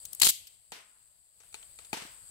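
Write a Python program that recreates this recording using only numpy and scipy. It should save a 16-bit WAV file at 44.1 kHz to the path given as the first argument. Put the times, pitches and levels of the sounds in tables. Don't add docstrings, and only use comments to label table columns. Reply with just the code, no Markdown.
import sys
import numpy as np
from scipy import signal
from scipy.fft import rfft, irfft
from scipy.io import wavfile

SR = 44100
rng = np.random.default_rng(int(sys.argv[2]) if len(sys.argv) > 2 else 0)


def digitize_waveform(pressure):
    field = np.atleast_2d(pressure).T
    bounded = np.clip(field, -1, 1)
    quanta = np.round(bounded * 32767).astype(np.int16)
    wavfile.write(sys.argv[1], SR, quanta)


N = 101429

# (frequency [Hz], relative level [dB], 60 dB decay time [s])
FIBRE_MODES = [(2480, -10, 0.0023), (3180, -7, 0.0036), (4060, -4.5, 0.0036), (5100, -4, 0.0026),
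               (6450, -3, 0.0022), (7760, -0.5, 0.0028), (8950, 0, 0.0015), (11480, -2.5, 0.0019),
               (13440, -7.5, .003), (16200, -7.5, 0.0023)]


def amp(db):
    return 10 ** (np.asarray(db) / 20)


def rms_one(x):
    return x / np.sqrt(np.mean(x ** 2) + 1e-20)


def in_time(rows, **ends):
    times, *columns = np.transpose(rows)
    return [np.interp(np.arange(N) / SR, times, column, **ends) for column in columns]


def sides(pan_db):
    return amp(np.array([[.5], [-.5]]) * pan_db)


def drift(rate_hz):
    step = 40
    pole = np.exp(-2 * np.pi * rate_hz * step / SR)
    noise = rng.standard_normal(N // step + 2002)
    slow = signal.lfilter([1], [1, -2 * pole, pole * pole], noise)[2000:]
    return np.interp(np.arange(N) / step, np.arange(len(slow)), rms_one(slow))


def insect(level_db, hz, width_hz, buzz_hz, sharpness, wander, throb_hz, throb_db, gain_db, pan_db):
    t = np.arange(N) / SR
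    edges = [hz - width_hz / 2, hz + width_hz / 2]
    band = signal.butter(3, edges, "band", fs=SR, output="sos")
    phase = 2 * np.pi * buzz_hz * t + wander * drift(3.9)
    pulses = np.exp(min(sharpness, 6 / 5) * np.sin(phase))
    chorus = signal.sosfilt(band, pulses * rng.standard_normal((2, N)))
    throb = np.sin(2 * np.pi * throb_hz * t + 0.92) + 2.1 * drift(7.0)
    return amp(level_db + gain_db + throb_db * throb) * rms_one(chorus) * sides(pan_db)


def insects(level_db):
    # (centre [Hz], width [Hz], buzz rate [Hz], buzz sharpness [-], buzz wander [rad],
    # throb rate [Hz], throb depth [dB], gain [dB], left-right [dB])
    choruses = [(8145, 420, 111, 0.61, .4, 17, 0.5, -1.5, 9), (8036, 1400, 104, 0.26, .6, 5.7, 0.5, 0, 4),
                (10880, 1200, 123.1, 0.41, .15, 2.9, 0.1, -10, 14),
                (4690, 700, 40, .3, .8, 3, -0.9, -13.5, 0)]
    return sum(insect(level_db, *chorus) for chorus in choruses)


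def hush(level_db):
    # (frequency [Hz], relative spectral level [dB])
    hush_spectrum = np.array([(30, -7), (100, -5.5), (250, -18.5), (600, -8.5), (1200, -15.5),
                              (2400, -13.5), (4000, -10), (5800, -20.5), (7000, -11.5), (9500, -19.5),
                              (12500, -17), (16000, -6)])
    gain_db, flicker_db, pan_db = -2.5, 1.2, 6.5
    hz = np.maximum(np.arange(N // 2 + 1) * SR / N, 20)
    colour = amp(np.interp(np.log(hz), np.log(hush_spectrum[:, 0]), hush_spectrum[:, 1]))
    noise = irfft(rfft(rng.standard_normal((2, N))) * colour, N)
    return amp(level_db + gain_db + flicker_db * drift(9.9)) * rms_one(noise) * sides(pan_db)


def breeze(level_db):
    gain_db, gust_db, pan_db = -14, 2.5, 2.5
    band = signal.butter(2, [30, 110], "band", fs=SR, output="sos")
    low = signal.sosfilt(band, rng.standard_normal((2, N)))
    return amp(level_db + gain_db + gust_db * drift(9.9)) * rms_one(low) * sides(pan_db)


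def ring(clicks, hz, t60):
    radius, angle = amp(-60 / (t60 * SR)), 2 * np.pi * hz / SR
    feedback = [1, -2 * radius * np.cos(angle), radius * radius]
    return signal.lfilter([0, np.sin(angle)], feedback, clicks + 1e-18)


def pair(clicks, likeness):
    lag_s = .0002
    like = np.clip(likeness, 0, 1)
    late = np.roll(clicks[0], int(lag_s * SR), axis=-1)
    return np.stack([clicks[0], like * late + np.sqrt(1 - like ** 2) * clicks[1]])


def low_thump(t, hz, t60, right_share):
    upper = np.sin(2 * np.pi * hz * t) * amp(-60 * t / t60)
    under = np.sin(2 * np.pi * hz * .56 * t) * amp(-4 - 60 * t / (1.5 * t60))
    return (upper - under) * (1 - np.exp(-4 * hz * t)) * [[1], [right_share]]


def blows(events, modes, thump_hz, thump_t60, thump_right, likeness):
    after_db, after_s = -10, 0.0036
    scatter_db, tilt_centre_hz = 2.5, 4000
    out, sent = np.zeros((2, N)), np.zeros((2, N))
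    t = np.arange(2600) / SR
    thump = low_thump(t, thump_hz, thump_t60, thump_right)
    for s, db, pan_db, burst_ms, wash_db, tilt_db, thump_db in events:
        draw = rng.standard_normal((2, len(t)))
        scatter = scatter_db * rng.standard_normal(len(modes))
        main = np.exp(-(1000 * t / max(burst_ms, .1)) ** 2)
        shape = main + amp(after_db) * np.exp(-t / after_s)
        burst = pair(draw * np.sqrt(np.abs(draw)) * shape, likeness)
        sound = 0
        for k, (hz, level_db, t60) in enumerate(modes):
            mode_db = level_db + tilt_db * np.log2(hz / tilt_centre_hz) + scatter[k]
            sound = sound + (-1) ** k * amp(mode_db) * ring(burst, hz, t60)
        span = 10 + burst_ms * SR / 1000
        energy = np.mean(np.sum(sound ** 2, axis=1))
        sound = sound / np.sqrt(energy / span) + amp(thump_db) * thump
        start = int(s * SR)
        out[:, start:start + len(t)] += amp(db) * sides(pan_db) * sound
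        sent[:, start:start + 1] += amp(db + wash_db) * sides(pan_db) * np.sqrt(span)
    return out, sent


def cracking():
    # (time [s], level [dB], left-right [dB], burst length [ms], tilt [dB per octave],
    # thump level relative to the burst [dB])
    snaps = [(0.0526, -28.5, 6, 0.79, 7.5, -39), (0.0555, -40.5, 8.5, 2.9, 2.3, -33),
             (0.1297, -34, 7, 1, 8.4, -33), (0.1318, -36.5, 14.5, 2.3, 6.5, -44),
             (0.1474, -41, 4, 2.7, 8, -30.0), (0.1495, -38.5, 15.5, 1.9, 11.75, -36.5),
             (0.199, -25.5, 14, 1, 5.3, -29), (0.201, -30, 4, 3.6, 0.9, -32.5),
             (0.2143, -30, 14.5, 2, -8.3, -28), (0.2166, -16.5, 4.5, 4, -3.6, -20.5),
             (0.2182, -13, 6.5, 0.61, 2.5, -20.5), (0.2196, -13.5, 16, 2.2, 1.2, -25),
             (0.224, -38, 6, 2.4, -4.5, -36.5), (0.2287, -17, 1.5, 2, -1.6, -26.5),
             (0.233, -10.5, 12, 0.9, -0.3, -28.5), (0.2352, -29.5, 4.5, 3, -4, -28),
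             (0.2465, -18, 16.5, 0.79, 3.2, -37.5), (0.2483, -29, 5, 2.7, -8.3, -36.5),
             (0.2524, -16.5, 0.5, 2, 1.5, -21), (0.2573, -21.5, 13.5, 0.7, 5.6, -37.5),
             (0.2619, -20, 10, 0.78, 4.2, -21.5), (0.2636, -23.5, 0.5, 1.3, 3.3, -33.5),
             (0.2686, -15, 15.5, 0.5, -5, -23), (0.2725, -20, -14, 2.7, -0.6, -28.5),
             (0.2858, -29, -13, 1.5, -0.8, -17), (0.2893, -23, 9.5, 2.1, 9.3, -18),
             (0.2913, -20, 5, 6, 6.6, -25.5), (0.2986, -29, -0.5, 0.73, 9.9, -31.5),
             (0.3002, -25, 16, 3.4, 25.8, -41), (0.4695, -49, 4.5, 12, 0.1, -19.5)]
    events = np.insert(snaps, 4, 0, axis=1)
    cracks, _ = blows(events, FIBRE_MODES, thump_hz=120, thump_t60=0.019, thump_right=-0.83, likeness=0.17)
    return cracks


def tearing():
    # (time [s], level [dB])
    tear_level = [(.2165, -35), (.222, -27), (.232, -31), (.243, -24.5), (.255, -22.5), (.27, -23),
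                  (.281, -29.5), (.292, -20.5), (.304, -25), (.309, -24.5)]
    clicks_per_s, pan_db = 9000, 4
    level_db, = in_time(tear_level, left=-200, right=-200)
    struck = rng.random(N) < clicks_per_s / SR
    clicks = pair(rng.laplace(size=(2, N)) * struck, likeness=0.17)
    sound = 0
    for k, (hz, db, t60) in enumerate(FIBRE_MODES):
        sound = sound + (-1) ** k * amp(db) * ring(clicks, hz, t60)
    return amp(level_db) * rms_one(sound) * sides(pan_db)


def wash(x):
    # (octave centre [Hz], level before the band filter [dB], 60 dB decay time [s])
    echo_bands = [(150, -29.5, .3), (278, -27.5, 0.72), (586, -20, .5), (1240, -23.5, 0.98),
                  (2400, -18, 0.64), (4600, -18.5, 0.47), (9000, -21.5, 0.5), (13800, -20, .3)]
    rise_s, knee_db, knee_s, knee_width_s = 0.0015, -5.5, .105, .015
    t = np.arange(SR) / SR
    knee = amp(knee_db / (1 + np.exp((knee_s - t) / knee_width_s)))
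    shape = (1 - np.exp(-t / rise_s)) * knee
    answer = 0
    for hz, db, t60 in echo_bands:
        band = signal.butter(2, [hz / np.sqrt(2), hz * np.sqrt(2)], "band", fs=SR, output="sos")
        noise = signal.sosfilt(band, rng.standard_normal((2, SR)))
        answer = answer + amp(db - 60 * t / t60) * noise
    return signal.fftconvolve(x, answer * shape, axes=1)[:, :N]


def knocking():
    # (frequency [Hz], relative level [dB], 60 dB decay time [s])
    stick_modes = [(445, -8, 0.018), (605, -1.5, 0.0067), (888, -8.5, 0.026), (1090, -9, 0.011),
                   (1395, 3, 0.004), (1740, -9.5, 0.0099), (2380, -1.5, 0.007), (3270, -1.5, 0.0042),
                   (3430, -0.5, 0.0045), (4530, 2, 0.0025), (5760, 0.5, 0.0012), (7950, 9, 0.0013),
                   (10900, -10.5, 0.0048), (13010, -8, 0.0019)]
    # (time [s], level [dB], left-right [dB], burst length [ms], wash send [dB],
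    # tilt [dB per octave], thump level relative to the burst [dB])
    taps = [(.7197, -37, 3, 1.96, -2.5, 1, -12), (.7245, -40, -2.5, 0.91, -8.5, -1.1, -16.5),
            (1.402, -62, 10, 14.5, -8, 2.4, -35), (1.435, -57, 4.5, 2.7, -18, 2, -30),
            (1.527, -52.5, 0, 3.1, -17, 4.5, -37.5), (1.5425, -38, 3.5, 3.9, -16.5, 2, -31),
            (1.547, -50, 9.5, 15, -18, 4.2, -37), (1.628, -50, 1.5, 4.6, -25, 4, -29),
            (1.788, -46.5, 2.5, 6.5, -11.5, 0, -37), (1.848, -52.5, 7, 9, -23, 5, -35),
            (1.9298, -30, 6.5, 5.45, -8, -0.5, -1.3), (1.9385, -37.5, -3.5, 6, -15, -0.4, -3),
            (1.97, -40, -3, 6.1, -4.5, -1.3, -2), (2.02, -45.5, 4, 7.5, -5, .1, 0),
            (2.05, -49, 2, 2.8, -4, 1, 3.5)]
    return blows(taps, stick_modes, thump_hz=316, thump_t60=0.028, thump_right=0.98, likeness=0.57)


def scene():
    # (time [s], reference level [dB])
    backdrop = [(0, -55.5), (.19, -55.5), (.32, -56.5), (.45, -63), (.62, -66), (.9, -66.5), (1.1, -66),
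                (1.3, -68.5), (1.45, -62), (1.6, -59), (1.7, -58), (2.05, -57), (2.3, -56.5)]
    crack_wash_db = -28
    air_db, = in_time(backdrop)
    air = insects(air_db) + hush(air_db) + breeze(air_db)
    breaking = cracking() + tearing()
    high_pass = signal.butter(4, 2200, "high", fs=SR, output="sos")
    thin = signal.sosfilt(high_pass, breaking)
    knocks, sent = knocking()
    low_pass = signal.butter(1, 4260, fs=SR, output="sos")
    dull = signal.sosfilt(low_pass, sent)
    return breaking + knocks + wash(amp(crack_wash_db) * thin + dull) + air


def record(dry):
    ceiling, stop_hz = .6, 16700
    rounded = ceiling * np.tanh(dry / ceiling)
    return signal.sosfilt(signal.cheby2(16, 90, stop_hz, fs=SR, output="sos"), rounded)


dry = scene()
out = record(dry)
digitize_waveform(out)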